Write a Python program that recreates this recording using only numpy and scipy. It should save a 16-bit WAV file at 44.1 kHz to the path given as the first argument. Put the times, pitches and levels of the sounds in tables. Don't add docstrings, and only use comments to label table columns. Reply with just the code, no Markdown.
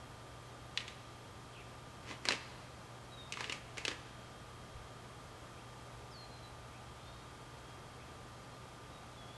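import sys
import numpy as np
from scipy import signal
from scipy.fft import rfft, irfft, next_fast_len
from scipy.io import wavfile
from scipy.ndimage import uniform_filter1d

SR = 44100
rng = np.random.default_rng(int(sys.argv[2]) if len(sys.argv) > 2 else 0)


def transcribe(u):
    v = np.clip(np.atleast_2d(u).T, -1, 1)
    q = np.round(v * 32767).astype(np.int16)
    wavfile.write(sys.argv[1], SR, q)


N = 413201
TIME = np.arange(N) / SR


def gain(db):
    return 10 ** (np.asarray(db) / 20)


def unit(x):
    return x / np.sqrt(np.mean(x ** 2))


def add(track, start_s, sound):
    i = int(start_s * SR)
    track[i:i + len(sound)] += sound[:len(track) - i]


def fade(t, t60):
    return np.exp(-np.log(1000) * t / t60)


def drift(rate):
    step = int(SR / rate)
    turns = rng.standard_normal(N // step + 2)
    path = np.interp(TIME * rate, np.arange(len(turns)), turns)
    return unit(uniform_filter1d(path, step))


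def colour(x, points, bass_db=0, treble_db=0, peak_hz=3000, peak_db=0):
    n = next_fast_len(len(x) // 2 + 1024) * 2
    hz = np.arange(n // 2 + 1) * SR / n + 1
    point_hz, point_db = np.transpose(points)
    db = np.interp(np.log(hz), np.log(point_hz), point_db)
    db += bass_db / (1 + (hz / 1250) ** 4) + treble_db / (1 + (4800 / hz) ** 4)
    db += peak_db * (np.exp(-(np.log2(hz / peak_hz) / .49) ** 2) - .5)
    cepstrum = irfft(np.log(gain(db)))
    cepstrum[1:n // 2] *= 2
    cepstrum[n // 2 + 1:] = 0
    return irfft(rfft(x, n) * np.exp(rfft(cepstrum)))[:len(x)]


# (pitch [Hz], relative level [dB])
RUSH_COLOUR = [(100, -19), (170, -1.5), (211, -0.5), (256, -1.5), (786, -2), (1080, -4.5), (1160, -5),
               (1330, -4.5), (1750, -10), (2600, -13.2), (2990, -14.5), (3270, -13.5), (3510, -14.5),
               (8110, -21.5), (12000, -27.5), (15600, -55.5), (22000, -120)]
# (pitch [Hz], relative level [dB])
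RUMBLE_COLOUR = [(12, -14), (28, -10), (50, 4), (75, 5), (110, 1), (150, 1), (190, -7), (300, -37)]


def air(rush_db=-54.5, rumble_db=-60, lull_db=-.56, lull_s=2.8):
    rush = unit(colour(rng.standard_normal(N), RUSH_COLOUR)) * gain(rush_db)
    rumble = unit(colour(rng.standard_normal(N), RUMBLE_COLOUR)) * gain(rumble_db)
    return rush * gain(lull_db * np.exp(-TIME / lull_s)) + rumble


# (pitch [Hz], level [dB], pitch wander [Hz])
HUM_TONES = [(75.4, -72, 1.87), (93.4, -75, 1.7), (119.8, -59.5, 0.45), (139, -70.5, 0.53),
             (1200, -65.5, 2.295), (3216, -73.5, 2.07)]


def hum():
    out = np.zeros(N)
    for hz, db, wander_hz in HUM_TONES:
        loudness = np.sqrt(2) * gain(db + .9 * drift(3.72))
        pitch = hz + wander_hz * drift(7)
        out += loudness * np.sin(2 * np.pi * np.cumsum(pitch) / SR)
    return out


# (time [s], strength [dB], bass [dB], treble [dB], pitch of the part [Hz])
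FITTING_CLICKS = [(0.7739, -15.8, -16, -7.5, 3500), (0.8033, -36.5, -2, -6, 3100),
                  (0.8787, -32.5, -1, 0.5, 3550), (2.1102, -35.5, 5, -8, 2100), (2.2527, -25, 4, 5, 2270),
                  (2.2861, -15.9, 2.5, 1.5, 4170), (2.3064, -22, 1, -6, 1980), (2.321, -22, -7, 2, 2620),
                  (3.3224, -24.5, -9, 4, 2700), (3.3365, -32, -7, -4, 2500), (3.3712, -27, -4, -10, 1300),
                  (3.4065, -24, 0, -4, 1260), (3.4416, -26, -3, -6, 2920), (3.496, -24, -4.5, -3, 2930),
                  (3.5223, -25.5, -3.5, 6, 2480), (3.771, -34, -2, 1, 2630), (3.7797, -27, -1, 3.5, 2420),
                  (3.8505, -21, -4, 2.5, 3020), (3.8798, -21.7, 1.5, 1, 3530)]
# (pitch [Hz], relative level [dB])
FITTING_COLOUR = [(100, -29), (240, 3.5), (360, 0.5), (480, 3), (680, -7), (1050, 0), (1450, -3), (2050, 0),
                  (2900, -2), (3500, -6), (4100, -3.5), (7000, -9), (9000, -15.5), (12000, -31)]


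def clicks(boost_db=11, full_snap_db=-17):
    out, t = np.zeros(N), np.arange(SR // 4) / SR
    for start_s, db, bass_db, treble_db, hz in FITTING_CLICKS:
        peak_db = 6.5 - .4 * bass_db
        shiver = gain(-31) * fade(t, t60=.22)
        chatter = rng.standard_normal(len(t)) * (gain(-14) * fade(t, t60=.028) + shiver)
        hardness = gain(.47 * min(db - full_snap_db, 0))
        snap = 2.98 * hardness * (t == 0)
        click = colour(snap, FITTING_COLOUR, bass_db - 9, treble_db, hz, peak_db)
        click += colour(chatter / np.sqrt(hardness), FITTING_COLOUR, bass_db, treble_db, hz, peak_db)
        click += gain(-29.5) * fade(t, t60=.045) * np.sin(2 * np.pi * hz * t)
        add(out, start_s + .0008, gain(db + boost_db) * click)
    return signal.sosfilt([[.6, -1.3, 1, 1, -1.3, .6], [.7, -1.55, 1, 1, -1.55, .7]], out)


# (peak time [s], swell time [s], level [dB], bass [dB])
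LONE_RUBS = [(2.106, .024, -47.5, 0.5), (3.402, 0.012, -47.3, -3)]


def scrapes(lag_s=.03, slide_swell_s=.019, slip_chance=.2):
    out, t = np.zeros(N), np.arange(-SR // 6, SR // 6) / SR
    slides = [(start_s + lag_s, slide_swell_s, db - 24 + .67 * bass_db, bass_db)
              for start_s, db, bass_db, _, _ in FITTING_CLICKS]
    for peak_s, swell_s, db, bass_db in slides + LONE_RUBS:
        slips = rng.standard_normal(len(t)) * (rng.random(len(t)) < slip_chance)
        scrape = unit(colour(slips, FITTING_COLOUR, bass_db, treble_db=-3, peak_hz=2400, peak_db=3))
        add(out, peak_s + t[0], scrape * gain(db) / np.cosh(t / swell_s))
    return out


# (pitch [Hz], relative level [dB], time to fade by 60 dB [s])
RING_NOTES = [(1020, -3, .3), (1250, -2, .16), (1710, -7, .35), (1868, -7, .35), (2060, -6, .22),
              (2234, -5, .3), (2680, -7, .2), (2950, -6, .12), (3670, -7.5, .26), (4035, -5, .16),
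              (5220, -4, .12), (7050, -2, .08)]


def ring(contact, ring_db=-50):
    t = np.arange(SR) / SR
    notes = sum(gain(db) * fade(t, t60) * np.sin(2 * np.pi * hz * t) for hz, db, t60 in RING_NOTES)
    return gain(ring_db) * signal.fftconvolve(contact, notes)[:N]


def woods(sound, echo_db, t60):
    t = np.arange(2 * SR) / SR
    echo = colour(rng.standard_normal(len(t)), [(200, -12), (1000, 0), (4000, -4.5), (10000, -6.5)])
    echo *= fade(t, t60) * (1 - fade(t, .11))
    return sound + gain(echo_db) * signal.fftconvolve(sound, echo / np.linalg.norm(echo))[:N]


def bird_note(start_s, length_s, from_hz, to_hz, db, glide_s, wobble):
    t, i = np.arange(int(length_s * SR)) / SR, int(start_s * SR)
    hz = from_hz + (to_hz - from_hz) * np.expm1(-t / glide_s) / np.expm1(-length_s / glide_s)
    hz *= 1 + wobble[i:i + len(t)]
    swell = np.sqrt(np.sin(np.pi * t / length_s))
    return gain(db) * unit(swell * np.sin(2 * np.pi * np.cumsum(hz) / SR))


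# (time [s], length [s], start pitch [Hz], end pitch [Hz], level [dB])
BIRD_SQUAWK = (1.522, 0.12, 3203, 2251, -61.3)
# (time [s], length [s], start pitch [Hz], end pitch [Hz], level [dB])
BIRD_WHISTLES = [(3.117, 0.043, 3900, 3800, -59.5), (3.168, .13, 3760, 3710, -62.8),
                 (6.11, .15, 5600, 4160, -59.5), (6.3, .1, 4230, 4110, -68), (6.42, 0.072, 4100, 3980, -62),
                 (6.901, 0.37, 3280, 3780, -70.5), (6.928, .33, 3980, 4460, -76),
                 (7.62, 0.14, 3200, 3310, -70), (8.41, .06, 5000, 4600, -74), (8.52, .05, 4200, 4130, -71),
                 (8.92, .1, 3900, 3770, -66.5), (9.16, .1, 3510, 3320, -64),
                 (9.276, .13, 3330, 3500, -62.5)]
# (time [s], level [dB])
BIRD_CHIRPS = [(5.556, -68), (6.73, -67), (7.99, -66)]


def birds(drop_s=.035, climb_s=.19, hoarse_glide_s=.202, flicker_db=2.2):
    out = np.zeros(N)
    tremble, rasp = np.tile(drift(90), 2), np.tile(drift(700), 2)
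    add(out, BIRD_SQUAWK[0], bird_note(*BIRD_SQUAWK, hoarse_glide_s, .074 * rasp))
    for start_s, length_s, from_hz, to_hz, db in BIRD_WHISTLES:
        glide_s = drop_s if to_hz < from_hz else climb_s
        add(out, start_s, bird_note(start_s, length_s, from_hz, to_hz, db, glide_s, .007 * tremble))
    for start_s, db in BIRD_CHIRPS:
        chirp = bird_note(start_s, length_s=.0543, from_hz=2150, to_hz=2700, db=db,
                          glide_s=hoarse_glide_s, wobble=.03 * rasp)
        add(out, start_s, chirp)
    return out * gain(flicker_db * drift(45))


def thump(peak_s=4.78, swell_s=.04, db=-51):
    swell = 1 / (1 + ((TIME - peak_s) / swell_s) ** 2)
    deep_noise = colour(rng.standard_normal(N), [(15, -14), (35, -12), (65, 2), (100, -7), (220, -54)])
    return unit(deep_noise) * gain(db) * swell


def scene():
    contact = clicks() + scrapes()
    fittings = woods(contact + ring(contact), echo_db=-16.5, t60=1.23)
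    far_birds = woods(birds(), echo_db=-9, t60=.7)
    mono = fittings + far_birds + hum() + air() + thump()
    return np.array([mono, mono])


def record(dry):
    return signal.sosfilt(signal.ellip(10, .2, 70, 11850, fs=SR, output="sos"), dry)


dry = scene()
out = record(dry)
transcribe(out)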